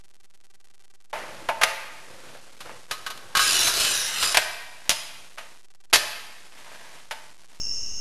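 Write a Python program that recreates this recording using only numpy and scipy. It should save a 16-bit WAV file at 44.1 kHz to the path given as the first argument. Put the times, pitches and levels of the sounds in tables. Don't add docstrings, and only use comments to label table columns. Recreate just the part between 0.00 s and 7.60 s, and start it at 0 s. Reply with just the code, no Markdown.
import sys
import numpy as np
from scipy import signal
from scipy.fft import rfft, irfft
from scipy.io import wavfile
from scipy.ndimage import uniform_filter1d

SR = 44100
rng = np.random.default_rng(int(sys.argv[2]) if len(sys.argv) > 2 else 0)


def to_wav(sig):
    pcm = np.clip(np.atleast_2d(sig), -1, 1) * 32767
    pcm = np.round(pcm).astype(np.int16)
    wavfile.write(sys.argv[1], SR, pcm.T)


N = 335160
TIME_S = np.arange(N) / SR
CONVERTER_HZ, LSB = 16000, 1 / 128

# (start [s], tick spacing [s], ticks [count], polarity [+/-1])
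TICK_BURSTS = [(.001, .00256, 6, 1), (.0393, .00512, 4, -1), (.0436, .00256, 7, 1)]
# (frequency [Hz], t60 [s])
ROOM_T60 = [(150, 0.65), (600, 1.1), (1700, 1.2), (4500, 0.91), (8000, .7), (12000, 0.65)]

# (frequency [Hz], density [dB])
HISS_SPECTRUM = [(20, 10), (150, 3.5), (1000, -8), (4000, -11.5), (12000, -12.5)]
CLOTH_SPECTRUM = [(24, -112), (40, -36), (55, -11.5), (123, -2.5), (283, -6.5), (343, -2.5), (425, -5.5),
                  (539, 2), (622, -4.5), (1270, -6.5), (8000, -19.5)]
SLIDE_SPECTRUM = [(40, -35), (102, -14), (404, -13), (658, -2), (821, -10), (897, -1), (1400, -11),
                  (1630, -2.5), (2080, -6), (8000, -18.5)]
GLAZE_SPECTRUM = [(18, -41), (30, -22.5), (182, -16.5), (253, -19), (377, -6), (497, -11.5), (623, -7.5),
                  (761, -9.5), (1080, -8.5), (1580, -4.5), (2240, -6), (2540, -7), (3790, -5.5), (8000, -6)]
# (start [s], length [s], level [dB])
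CLOTH_RUSTLES = [(1.125, 0.49, -46), (1.8, 0.9, -56.5), (2.06, 0.29, -51.5), (2.63, .09, -48),
                 (2.88, 0.57, -52), (5.0, .28, -62)]
CARRIAGE_SLIDES = [(4.83, .06, -49), (5.37, .16, -56.5), (6.41, 0.045, -55), (6.54, .45, -49.5),
                   (7.09, 0.1, -57), (7.35, 0.22, -58.5)]

# (time [s], level [dB], tilt [dB/octave], clatter t60 [s], ring [dB])
PLATE_BUMPS = [(1.1295, -33, -2, 0.65, 7), (1.4868, -20.5, -3.5, 0.11, 2), (7.1095, -29, 2.5, 0.11, -2)]
BED_KNOCKS = [(1.613, -20.5, 1.5, 0.27, 8.5), (1.6335, -12, 3, 0.045, -10), (2.348, -45, -6.5, 0.12, -3),
              (2.657, -42, -5.5, 0.21, -1.5), (2.692, -41, -3, 0.24, 1), (5.374, -45.5, -0.5, 0.051, 4.5),
              (5.381, -35.5, 1.5, 0.19, 0.5), (6.52, -50, 1.5, 0.22, -4.5), (6.66, -49.5, -3, 0.097, 7.5),
              (6.715, -47, -3.5, 0.13, -2.5)]
WHEEL_TAPS = [(2.605, -37.5, -1, 0.096, -14.5), (2.9105, -24.5, 0, .11, 0.5), (3.0635, -30, -1, 0.096, 4),
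              (3.102, -32.5, -.5, 0.095, -2.5), (3.175, -42, 0, 0.033, -16), (3.351, -21.5, 1, 0.17, 11),
              (3.3615, -31, 0.5, 0.041, -13), (3.369, -17, 1.5, 0.097, -6), (3.3928, -21, 2, 0.18, 10),
              (3.671, -20, 1.5, 0.13, -12), (3.7993, -23, 8, 0.053, -10.5), (3.8468, -22, 4.5, 0.063, -18),
              (4.2265, -20, 1.5, 0.17, -6.5)]
STOP_CLACKS = [(4.345, -19.5, 0.008, 0.059, -3), (4.3505, -21.5, 0, 0.19, -5),
               (4.371, -10.5, 0.0064, 0.067, -10.5)]
LEVER_CLICKS = [(4.8942, -13, 3.5, 0.029, -13.5), (4.9028, -17, 2.4, 0.09, -12),
                (4.914, -24.5, -1.5, 0.11, -9.5)]
TILE_CRACKS = [(5.9285, -19.5, -5.5, 0.088, -5), (5.9325, -12, -1.5, 0.13, -16.5),
               (5.937, -13.5, 4.5, 0.11, -16.5), (5.9455, -19.5, -3.5, 0.12, 0.5),
               (5.957, -15, 0, 0.036, -13), (5.964, -25.5, 2.5, 0.1, -13)]
# (frequency [Hz], density [dB])
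BED_CLATTER = [(40, -17), (150, -23.5), (330, -25), (470, -7.5), (620, 0), (1050, -4.5), (1400, -1.5),
               (2200, -1.5), (2900, -4.5), (4000, -12), (6000, -15), (8000, -20.5)]
WHEEL_CLATTER = [(40, -14), (300, -21.5), (600, -8), (850, -8.5), (1150, -2.5), (1550, -3.5), (2000, -6.5),
                 (2900, -5.5), (4000, -4.5), (6000, -9.5), (8000, -11)]
RAIL_CLATTER = [(40, -19), (300, -21), (450, -8), (620, 0), (1000, 1), (1250, -9.5), (1600, 1), (2300, 1),
                (4300, -5), (6500, -7), (8000, -6.5)]
LEVER_CLATTER = [(40, -15), (300, -16.5), (450, -16), (620, -1), (1000, -5), (1600, -3.5), (2300, -2),
                 (3200, 1), (4500, -3.5), (6500, -5), (8000, -8.5)]
TILE_CLATTER = [(24, -38), (40, -22.5), (240, -22.5), (653, -6), (809, -6.5), (1160, -1.5), (1370, -6),
                (1500, 1), (2310, -1), (2480, 2.5), (2940, 1), (4400, 2), (5590, -1), (8000, -5)]
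# (frequency [Hz], level [dB], t60 [s])
PLATE_MODES = [(618, 1.5, 0.12), (664, -5, .1), (862, -2.5, 0.2), (904, 0, 0.26), (1037, -3, 0.11),
               (1440, -10, 0.094), (1996, -12, 0.22), (2280, -13, 0.092)]
BED_MODES = [(546, -12, 0.67), (649, -1, 0.19), (681, -10.5, 0.26), (883, -2.5, 0.16), (884, -13, 0.9),
             (1033, 0, 0.11), (1242, 0, 0.22), (1470, -4, 0.081), (1618, 2, 0.12), (1886, -10, 0.61),
             (2076, -8.5, 0.27), (2734, -8, 0.49)]
WHEEL_MODES = [(1103, -1, .18), (1250, 0, 0.23), (1510, -2.5, 0.17), (1604, 4.5, 0.081), (1710, -14.5, .12),
               (2956, -5, 0.22), (3970, -2, 0.062)]
RAIL_MODES = [(640, -10, 0.27), (970, -19.5, 0.077), (1246, -0.5, 0.29), (1606, -6, 0.8), (1510, 4, 0.37),
              (1884, -1, 0.77), (2950, -8.5, 0.13), (3570, -5, 0.14), (3290, 4.5, 0.19), (4750, 3.5, 0.1),
              (5480, -2.5, .3), (6800, -22, 0.21)]
LEVER_MODES = [(643, -8, 0.39), (882, -0.5, 0.49), (2770, -4, 0.33), (3190, -3, 0.74), (3210, -4.5, 0.21),
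               (3680, -4, 0.29), (5070, 2, .6), (6650, -7.5, .4)]
TILE_MODES = [(591, 1, 0.4), (1624, -3, .5), (1710, -6.5, 0.58), (1790, -3, 0.52), (2310, -1, 0.31),
              (3230, -3.5, 0.32), (3780, -3.5, .35), (5260, -15, 0.31)]

# (frequency [Hz], level [dB], time of one crest [s], crest rate [1/s])
SCORE_MODES = [(654, 5.5, 3.8, 1), (1280, 6, 3.42, 1.2), (1588, 9, 3.45, 2), (2620, 6.5, 3.87, 2.7),
               (2935, 7, 3.57, 3.3), (3710, 5.5, 3.58, 1.8), (3948, 9.5, 3.94, 3.4), (4400, 4.5, 3.78, 1.1),
               (4800, 3.5, 3.78, 1.1), (5016, 9, 3.47, 1.25), (5260, 5, 3.68, 2.9), (5755, 9.5, 3.99, 2.4),
               (6250, 5, 4.4, 2.8), (7180, 8, 3.1, 2.5)]
# (time [s], effort [dB])
SCORE_EFFORT = [(3.4, -20.5), (3.406, -21.5), (3.684, -21), (3.718, -27.5), (3.808, -21.5), (4.134, -31),
                (4.24, -24), (4.33, -27.5)]


def amp(db):
    return 10 ** (np.asarray(db) / 20)


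def unit_rms(x):
    return x / np.sqrt(np.mean(x ** 2) + 1e-20)


def lookup(points, hz):
    points_hz, values = np.transpose(points)
    return np.interp(np.log(hz + 1), np.log(points_hz + 1), values)


def fade(t, t60_s):
    return np.exp(-np.log(1000) * t / np.maximum(t60_s, 1e-3))


def gesture(start_s, length_s, attack_s, release_t60_s):
    t = TIME_S - start_s
    return np.clip(t / attack_s, 0, 1) * fade(np.maximum(t - length_s, 0), release_t60_s)


def wander(t, per_s):
    values = rng.standard_normal(1024)
    return np.interp(t * per_s, np.arange(len(values)), values)


def colour(x, spectrum, tilt_db_per_oct=0):
    hz = abs(np.fft.fftfreq(4096, 1 / SR))
    octaves = np.log2(np.maximum(hz, 500) / 2000)
    log_gain = np.log(amp(lookup(spectrum, hz) + tilt_db_per_oct * octaves))
    log_gain -= np.maximum(hz - CONVERTER_HZ / 2, 0) / 2000
    taps = np.fft.ifft(np.exp(np.conj(signal.hilbert(log_gain)))).real
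    return signal.fftconvolve(x, taps[:len(taps) // 2])[:len(x)]


def flat_burst(envelope):
    size = 2 * len(envelope)
    bins = rfft(rng.choice([-1, 1], len(envelope)) * envelope, size)
    power = uniform_filter1d(abs(bins) ** 2, size=400)
    return irfft(bins / np.sqrt(power), size)[:len(envelope)]


def grains(per_s, spread_db):
    sizes = amp(spread_db * np.minimum(rng.exponential(1, N), 4))
    return sizes * rng.choice([-1, 1], N) * (rng.random(N) < per_s / SR)


def interference(size, cycle_s=0.1):
    spikes = np.zeros(size)
    cycles_s = np.arange(0, N / SR, cycle_s)[:, None]
    for start_s, spacing_s, count, polarity in TICK_BURSTS:
        at = ((cycles_s + start_s + spacing_s * np.arange(count)) * CONVERTER_HZ).astype(int)
        spikes[at[at < size]] = polarity
    return LSB * (0.62 * spikes + 0.155 * rng.standard_normal(size))


def room(x, build_s=0.018):
    hz, t, noise = signal.stft(rng.standard_normal(2 * SR), SR, nperseg=256)
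    tail = signal.istft(noise * fade(t, lookup(ROOM_T60, hz)[:, None]), nperseg=256)[1]
    tail *= 1 - np.exp(-(np.arange(len(tail)) / SR / build_s) ** 2)
    return signal.fftconvolve(x, tail / np.linalg.norm(tail))[:N]


def rub(moves, spectrum, spread_db, attack_s, release_t60_s, slips_per_s=3500, uneven_db=2):
    power = sum((amp(db) * gesture(start_s, length_s, attack_s, release_t60_s)) ** 2
                for start_s, length_s, db in moves)
    pressure = amp(uneven_db * wander(TIME_S, per_s=85))
    slips = unit_rms(colour(grains(slips_per_s, spread_db), spectrum))
    return np.sqrt(power) * pressure * slips


def strike(blows, spectrum, modes, contact_db, contact_t60_s, ring_db, rise_s):
    out = np.zeros(N)
    t = np.arange(SR * 3 // 4) / SR
    attack = t < 0.01
    rise = 1 - np.exp(-t / rise_s)
    decays = [(hz, amp(db) * fade(t, t60_s)) for hz, db, t60_s in modes]
    ring_rms = np.sqrt(sum(np.mean(decay[attack] ** 2) for _, decay in decays) / 2)
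    for time_s, db, tilt_db_per_oct, t60_s, blow_ring_db in blows:
        envelope = fade(t, t60_s) + amp(contact_db) * fade(t, contact_t60_s)
        clatter = colour(flat_burst(envelope) * rise, spectrum, tilt_db_per_oct)
        clatter /= np.sqrt(np.mean(clatter[attack] ** 2))
        ring = sum(decay * np.sin(2 * np.pi * (hz * t + rng.random()) + 1.3 * wander(t, per_s=60))
                   for hz, decay in decays)
        blow = clatter + amp(ring_db + blow_ring_db) * rise * ring / ring_rms
        slot = out[round(time_s * SR):][:len(blow)]
        slot += amp(db) * blow[:len(slot)]
    return out


def score_resonance(hz, t, boost_db=4.5, sag_per_s=0.15, waver=0.016, crest_half_s=0.094):
    peaks = 0
    for mode_hz, db, crest_s, crests_per_s in SCORE_MODES:
        past_crest_s = (((t - crest_s) * crests_per_s + 0.5) % 1 - 0.5) / crests_per_s
        centre_hz = mode_hz * (1 - sag_per_s * past_crest_s + waver * wander(t, per_s=20))
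        width_hz = 125 * (mode_hz / 2000) ** 0.38
        drive = amp(db + boost_db) * np.exp(-(past_crest_s / crest_half_s) ** 2)
        peaks += drive / (1 + (2 * (hz[:, None] - centre_hz) / width_hz) ** 2)
    return np.sqrt(1 + peaks ** 2)


def scoring(start_s=3.395, middle_s=3.76, length_s=0.935, flicker_db=3):
    hz, t, chips = signal.stft(grains(per_s=4500, spread_db=2.5), SR, nperseg=1024)
    flicker = uniform_filter1d(rng.standard_normal(chips.shape), size=4, axis=0)
    flicker = unit_rms(uniform_filter1d(flicker, size=14, axis=1))
    chips = chips * amp(lookup(GLAZE_SPECTRUM, hz))[:, None]
    chips *= score_resonance(hz, t) * amp(flicker_db * flicker)
    effort_db = np.interp(TIME_S, *np.transpose(SCORE_EFFORT))
    drum_db = effort_db - 28.5 + 7 * np.exp(-((TIME_S - middle_s) / 0.13) ** 2)
    body_db = 0.41 * effort_db - 25.5 + 7 * np.exp(-np.maximum(TIME_S - start_s, 0) / 0.06)
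    treble_db = effort_db + 3
    band_of_bin = np.digitize(hz, [500, 2200])
    out = np.zeros(N)
    for k, db in enumerate([drum_db, body_db, treble_db]):
        band = signal.istft(chips * (band_of_bin == k)[:, None], nperseg=1024)[1][:N]
        running_rms = np.sqrt(uniform_filter1d(band ** 2, size=2500) + 1e-20)
        out += amp(db) * band / running_rms
    return out * gesture(start_s, length_s, attack_s=0.012, release_t60_s=0.07)


def scene():
    blows = strike(BED_KNOCKS, BED_CLATTER, BED_MODES,
                   contact_db=-2, contact_t60_s=0.036, ring_db=-7, rise_s=0.00091)
    blows += strike(PLATE_BUMPS, BED_CLATTER, PLATE_MODES,
                    contact_db=-1, contact_t60_s=0.019, ring_db=-3, rise_s=0.0012)
    blows += strike(WHEEL_TAPS, WHEEL_CLATTER, WHEEL_MODES,
                    contact_db=-3.5, contact_t60_s=0.0068, ring_db=-7, rise_s=0.00069)
    blows += strike(STOP_CLACKS, RAIL_CLATTER, RAIL_MODES,
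                    contact_db=7.5, contact_t60_s=0.0052, ring_db=-6.5, rise_s=0.00022)
    blows += strike(LEVER_CLICKS, LEVER_CLATTER, LEVER_MODES,
                    contact_db=7, contact_t60_s=0.0046, ring_db=-10, rise_s=0.00014)
    blows += strike(TILE_CRACKS, TILE_CLATTER, TILE_MODES,
                    contact_db=-10, contact_t60_s=0.017, ring_db=-11.5, rise_s=0.00033)
    friction = scoring()
    friction += rub(CARRIAGE_SLIDES, SLIDE_SPECTRUM, spread_db=3, attack_s=0.037, release_t60_s=0.35)
    friction += rub(CLOTH_RUSTLES, CLOTH_SPECTRUM, spread_db=2, attack_s=0.025, release_t60_s=0.56)
    return (blows + amp(-12) * room(blows) + friction + amp(-7) * room(friction))[None]


def record(dry, hiss_db=-73, cutoff_hz=12400):
    sampled = signal.resample_poly(dry[0], CONVERTER_HZ, SR)
    sampled = np.clip(sampled, -1, 1) + interference(len(sampled))
    quantised = np.round(sampled / LSB + 1) * LSB
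    held = quantised[np.arange(N) * CONVERTER_HZ // SR]
    hiss = amp(hiss_db) * unit_rms(colour(rng.standard_normal(N), HISS_SPECTRUM))
    lowpass = signal.firwin(401, cutoff_hz, window=("kaiser", 8), fs=SR)
    return signal.fftconvolve(held + hiss, lowpass, "same")[None]


dry = scene()
out = record(dry)
to_wav(out)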